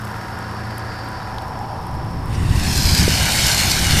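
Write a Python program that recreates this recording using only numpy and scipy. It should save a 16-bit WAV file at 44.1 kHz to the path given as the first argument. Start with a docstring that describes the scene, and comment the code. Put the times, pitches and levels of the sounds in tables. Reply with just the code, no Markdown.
"""A pump engine drones and clatters at the back of an outdoor lot, with small ticks close to the microphone.
About halfway through, a hose swings round, spraying firefighting foam onto a car. The jet's turbulent
hiss and roar swell, coloured by a ground reflection whose delay slowly grows, and moving air buffets
the microphone."""
import sys
import numpy as np
from scipy import signal
from scipy.fft import rfft, irfft, next_fast_len
from scipy.io import wavfile
from scipy.ndimage import uniform_filter1d, map_coordinates

SR = 44100
rng = np.random.default_rng(int(sys.argv[2]) if len(sys.argv) > 2 else 0)


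def transcribe(u):
    """Save the signal u as a 16-bit wav file named by the first command-line argument.

    u: samples, shape (n,) or (channels, n), limited to [-1, 1]; the rate is SR.
    q: integer samples, one column per channel.
    """
    v = np.clip(np.atleast_2d(u).T, -1, 1)
    q = np.round(v * 32767).astype(np.int16)
    wavfile.write(sys.argv[1], SR, q)


N = 176400
TIME_S = np.arange(N) / SR


def amp(db):
    """Decibels to gain."""
    return 10 ** (np.asarray(db) / 20)


def unit(x):
    """Scale to rms 1."""
    return x / np.sqrt(np.mean(x ** 2) + 1e-20)


def curves(rows):
    """One value per sample for each column after the time."""
    times, *columns = np.transpose(rows)
    return [np.interp(TIME_S, times, column) for column in columns]


def wobble(rate):
    """A smooth random curve, rate knots a second."""
    return map_coordinates(rng.standard_normal(int(N * rate / SR) + 4), [TIME_S * rate])


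def filtered(x, response):
    """Filter x by a gain given as a function of frequency."""
    size = next_fast_len(N + SR // 2)
    return irfft(rfft(x, size) * response(np.fft.rfftfreq(size, 1 / SR)), size)[:N]


def coloured(x, points):
    """x shaped by (freq_hz, relative_db) points, at rms 1."""
    freqs, db = np.transpose(points)
    return unit(filtered(x, lambda hz: amp(np.interp(np.log(hz + 1), np.log(freqs), db))))


def turbulence(patchy_db):
    """White noise whose gain varies in random patches of time and frequency."""
    spectra = signal.stft(rng.standard_normal(N), nperseg=512)[2]
    patches = uniform_filter1d(rng.standard_normal(spectra.shape), size=7, axis=0)
    patches = unit(uniform_filter1d(patches, size=9, axis=1))
    return signal.istft(spectra * amp(patchy_db * patches), nperseg=512)[1][:N]


def grains(per_s, t60):
    """Tiny noise bursts at random times and of random size."""
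    hits = (rng.random(N) < per_s / SR) * rng.random(N) ** 2
    decay = amp(-60 * TIME_S[:SR // 20] / t60)
    return signal.fftconvolve(hits, decay)[:N] * rng.standard_normal(N)


def narrow_noise(hz, width_hz):
    """A band of noise of rms 1 about a centre that may move."""
    phase = 2 * np.pi * np.cumsum(hz) / SR
    slow = lambda: filtered(rng.standard_normal(N), lambda f: 1 / (1 + (f / width_hz) ** 2))
    return unit(slow() * np.cos(phase) + slow() * np.sin(phase))


def burst(start_s, db, hz, octaves, t60):
    """A sudden band of noise that dies away."""
    age = TIME_S - start_s
    band = filtered(rng.standard_normal(N), lambda f: 1 / (1 + (np.log2((f + 1) / hz) / octaves) ** 2))
    return (age >= 0) * amp(db - 60 * np.abs(age) / t60) * unit(band)


def air_and_treble():
    """A steady background of air, together with a thin, flickering band of treble near 4.7 kHz."""
    # Background spectrum: freq_hz, relative_db
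    air_colour = [(20, -8), (55, -2), (110, -1), (170, -7.5), (450, -8.5), (700, -9.5), (950, -4.5),
                  (1200, -8.5), (2000, -27), (3200, -27.5), (4600, -33.5), (7000, -38.5), (11000, -36.5),
                  (13500, -40), (15000, -60)]
    # Treble band: time_s, level_db
    shrill_level = [(0, -54), (.55, -48.5), (1.07, -44.5), (1.5, -53.5), (2.4, -56)]
    shrill_gain = amp(curves(shrill_level)[0] + 1.9 * wobble(60.4))
    shrill = shrill_gain * narrow_noise(np.full(N, 4680), width_hz=300)
    return amp(-33) * coloured(turbulence(patchy_db=1), air_colour) + shrill


def far_bird(peak_s=1.214, half_width_s=0.014, pitch_hz=3880, fall_hz_per_s=4000):
    """One faint, falling chirp a long way off."""
    t = TIME_S - peak_s
    envelope = amp(-47) * np.exp(-(t / half_width_s) ** 2)
    return envelope * np.sin(2 * np.pi * t * (pitch_hz - fall_hz_per_s * t / 2))


def shaft_pulses(turns, t60=0.32):
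    """One ringing pulse of uneven strength for each turn of a shaft."""
    beats = np.diff(np.floor(turns), prepend=0) * amp(1.9 * wobble(30.3))
    ring = rng.standard_normal(SR // 10) * amp(-60 * TIME_S[:SR // 10] / t60)
    flat_ring = irfft(np.exp(1j * np.angle(rfft(ring))))  # equal strength at every frequency
    return signal.fftconvolve(beats, flat_ring)[:N]


def pulsed_noise(turns, pulse_share):
    """Shaft pulses blended with white noise."""
    return pulse_share * unit(shaft_pulses(turns)) + (1 - pulse_share) * rng.standard_normal(N)


def shaft_tone(turns, multiple, db):
    """A sine locked to a multiple of the shaft speed, wavering in level."""
    return amp(db + 1.8 * wobble(5.68)) * np.sin(2 * np.pi * (multiple * turns + rng.random()))


def engine_tones(turns):
    """Clean tones of the crank: a slowly fading hum, a whine, and a few that die away early."""
    # Hum tones: shaft_multiple, start_db
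    hum_orders = [(3, -35), (4, -32), (27, -49.5)]
    # Short-lived tones: shaft_multiple, start_db
    early_orders = [(6, -37), (7.4, -34), (32.9, -37)]
    # Whine: time_s, level_db
    whine_level = [(0, -47), (.85, -50), (1.12, -38.5), (1.6, -39), (2.0, -44), (2.6, -48)]
    hum_fade_db, early_fade_db = 1.2 * TIME_S, 6.5 * TIME_S
    hum = sum(shaft_tone(turns, k, db - hum_fade_db) for k, db in hum_orders)
    whine = shaft_tone(turns, multiple=35, db=curves(whine_level)[0] + 2 * wobble(30.35))
    early = sum(shaft_tone(turns, k, db - early_fade_db) for k, db in early_orders)
    return hum + whine + early


def engine_pulses(turns):
    """The engine's firing beat, one ringing pulse to each turn of the crank."""
    # Pulse resonances: freq_hz, relative_db
    colour = [(100, -37), (200, -7), (330, 10), (420, -6.5), (560, 4.5), (660, -1), (770, 13), (880, -39),
              (970, 11.5), (1120, -22), (1400, -2), (1750, 0), (2400, -9), (4000, -36)]
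    # Pulse loudness: time_s, level_db
    level = [(0, -40.5), (1.2, -37.5), (1.6, -41), (4, -43.5)]
    return amp(curves(level)[0]) * coloured(shaft_pulses(turns), colour)


def engine_clatter(turns, knock_depth=0.34):
    """Mechanical noise that jumps at each firing, and fades as the microphone turns away."""
    # Clatter spectrum: freq_hz, relative_db
    colour = [(600, -15), (1100, -7.5), (1400, 2), (1800, -1), (2300, -12.5), (3000, -17), (4100, -17.5),
              (5200, -20), (7000, -25), (12000, -35), (15000, -49)]
    # Clatter fade: time_s, level_db
    level = [(0, -36), (1.2, -37.5), (1.5, -44), (2.2, -49), (4, -63)]
    cylinder_strengths = rng.permutation(np.linspace(0, 2, num=8))
    firings, cam_turns = 4 * turns, turns / 2
    knock = unit(cylinder_strengths[firings.astype(int) % 8] * np.exp(-3 * (firings % 1)))
    clatter = coloured(pulsed_noise(cam_turns, pulse_share=0.45) * (1 + knock_depth * knock), colour)
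    overtones = sum(shaft_tone(turns, k, db=-10.5) for k in (36.5, 45, 49.5, 51, 58))
    return amp(curves(level)[0]) * (clatter + overtones)


def engine_drone(turns):
    """A rough mid-pitched drone, pulsing with the crank, that swells and fades."""
    # Drone spectrum: freq_hz, relative_db
    colour = [(400, -31), (650, -7), (780, 0.5), (1000, -3.5), (1150, -25), (1800, -54)]
    # Drone swell: time_s, level_db
    level = [(.8, -53), (1.2, -39), (1.48, -33), (1.74, -32), (2.0, -38.5), (2.5, -58)]
    return amp(curves(level)[0]) * coloured(pulsed_noise(turns, pulse_share=0.52), colour)


def pump_engine(crank_hz=28.31, drift=0.0009):
    """A four-stroke engine at the back of the lot; all its layers follow one nearly steady crank."""
    turns = np.cumsum(crank_hz * (1 + drift * wobble(3.004))) / SR
    return engine_tones(turns) + engine_pulses(turns) + engine_clatter(turns) + engine_drone(turns)


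def close_ticks(settle_s=0.35):
    """Dry ticks near the microphone, over a faint crackle and a soft rustle that settles."""
    # Single ticks: start_s, level_db, centre_hz, width_octaves
    ticks = [(.052, -36, 9000, .5), (.389, -33, 9000, .5), (.7815, -24.5, 11000, .25),
             (1.088, -33, 10500, .35), (1.384, -23.5, 3600, .3), (1.4205, -35, 9000, .4),
             (1.591, -36, 6000, .6), (1.8685, -35, 10000, .3), (2.258, -34, 11000, .4)]
    # Crackle and rustle spectrum: freq_hz, relative_db
    colour = [(2000, -20), (6000, -4), (11000, 0), (15000, -6)]
    crackle = amp(-62) * coloured(grains(per_s=100, t60=0.0092), colour)
    rustle = amp(-49) * np.exp(-TIME_S / settle_s) * coloured(grains(per_s=1100, t60=0.0075), colour)
    return crackle + rustle + sum(burst(*tick, t60=0.0075) for tick in ticks)


def wind_on_microphone(pop_half_width_cycles=0.5):
    """Moving air hits the microphone: low, lumpy buffeting and a few single pressure pops."""
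    # Gusts: time_s, level_db
    gusts = [(0, -50), (.95, -47), (1.1, -34.5), (1.75, -34), (1.95, -27), (2.28, -24), (2.4, -19.5),
             (2.52, -18), (2.87, -17.5), (3.1, -17.5), (3.3, -22), (3.55, -22.5), (3.83, -20.5),
             (3.92, -15)]
    # Buffeting spectrum: freq_hz, relative_db
    colour = [(15, -6.5), (30, -12.5), (55, -3), (80, -2), (120, -4.5), (180, -8), (260, -16.5),
              (400, -24.5), (900, -74)]
    # Pressure pops: peak_s, peak_db, pitch_hz
    pops = [(2.511, -5, 91), (2.86, -7.5, 68), (3.0806, -5.5, 392)]
    wind = amp(curves(gusts)[0] + 1.14 * wobble(22.26)) * coloured(rng.standard_normal(N), colour)
    for peak_s, db, hz in pops:
        cycles = (TIME_S - peak_s) * hz
        wind += amp(db) * np.cos(2 * np.pi * cycles) * np.exp(-(cycles / pop_half_width_cycles) ** 2)
    return wind


def ground_reflection(jet, gain=0.36, dull_hz=9000):
    """The ground returns a late, duller copy of the jet, which comb-filters the direct sound."""
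    # Lag behind the direct sound: time_s, delay_ms
    ground_lag = [(2.55, 1.07), (2.75, 1.178), (3.0, 1.286), (3.2, 1.37), (3.4, 1.31), (3.6, 1.4),
                  (3.8, 1.3), (4, 1.43)]
    lag_samples = curves(ground_lag)[0] * SR / 1000
    delayed = map_coordinates(jet, [np.arange(N) - lag_samples])
    return gain * filtered(delayed, lambda hz: 1 / (1 + (hz / dull_hz) ** 2))


def nozzle_sizzle():
    """A narrow sizzle that slides down in pitch as the nozzle swings round."""
    # Sizzle band: time_s, level_db, centre_hz
    sweep = [(2.5, -50, 5350), (2.68, -33, 5280), (2.77, -28, 5230), (2.97, -24.5, 4924), (3.06, -31, 4800),
             (3.17, -50, 4650)]
    level_db, centre_hz = curves(sweep)
    return amp(level_db) * narrow_noise(centre_hz, width_hz=200)


def foam_jet(spit_s=2.352, spit_half_width_s=0.015):
    """The hose spits once, then its turbulent jet roars, hisses and spurts while foam spatters."""
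    # Swell of the spray: time_s, hiss_db, roar_db
    swell = [(2.2, -75, -58), (2.33, -52, -38.5), (2.45, -42.5, -37), (2.56, -34, -31.5),
             (2.68, -28, -27.5), (2.76, -23.5, -30), (2.95, -21.5, -25), (3.12, -22.5, -24.5),
             (3.25, -22, -22.5), (3.47, -18.5, -22), (3.72, -21.5, -23), (3.86, -23.5, -22.5),
             (3.93, -24.5, -21), (4, -18.5, -20.5)]
    # Hiss spectrum: freq_hz, relative_db
    hiss_colour = [(1000, -20.5), (2500, -15), (3850, -5.5), (4200, 2.5), (4700, -0.5), (5250, 0),
                   (5700, -3), (7000, -4.5), (9300, -10.5), (10200, -13), (12000, -10), (14000, -16.5),
                   (15200, -34)]
    # Roar spectrum: freq_hz, relative_db
    roar_colour = [(200, -52), (450, -7), (750, -2.5), (1000, -4), (1250, -7), (1600, 1), (2200, 0),
                   (2900, -0.5), (3700, -4.5), (5500, -18), (9000, -8), (15000, -28.5)]
    # Spectrum of the first spit: freq_hz, relative_db
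    spit_colour = [(2000, -16), (5800, 2), (6800, -16), (14000, -22)]
    # Sputtering of the jet: depth_db, changes_per_s
    sputter = [(.3, 28), (.55, 130)]
    # Sharp spurts: start_s, level_db, centre_hz
    spurt_events = [(2.949, -12.5, 4800), (3.4666, -13, 4500), (3.9206, -13, 2400)]
    hiss_db, roar_db = curves(swell)
    sputter_db = sum(db * wobble(rate) for db, rate in sputter)
    spatter = amp(-5) * unit(grains(per_s=360, t60=0.003))
    hiss = amp(hiss_db) * coloured(unit(turbulence(patchy_db=1.5)) + spatter, hiss_colour)
    roar = amp(roar_db) * coloured(turbulence(patchy_db=1.45), roar_colour)
    spit_envelope = amp(-39) * np.exp(-((TIME_S - spit_s) / spit_half_width_s) ** 2)
    spit = spit_envelope * coloured(rng.standard_normal(N), spit_colour)
    spurts = sum(burst(*spurt, octaves=1, t60=0.022) for spurt in spurt_events)
    return amp(sputter_db) * (hiss + roar) + spit + spurts


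def scene():
    """The whole lot, heard at one microphone."""
    background = pump_engine() + air_and_treble() + far_bird()
    jet = foam_jet()
    spray = jet + ground_reflection(jet) + nozzle_sizzle()
    return (background + spray + wind_on_microphone() + close_ticks())[None]


def record(dry):
    """The recorder keeps nothing above its band limit."""
    top_hz = 15300
    return filtered(dry[0], lambda hz: hz < top_hz)[None]


dry = scene()
out = record(dry)
transcribe(out)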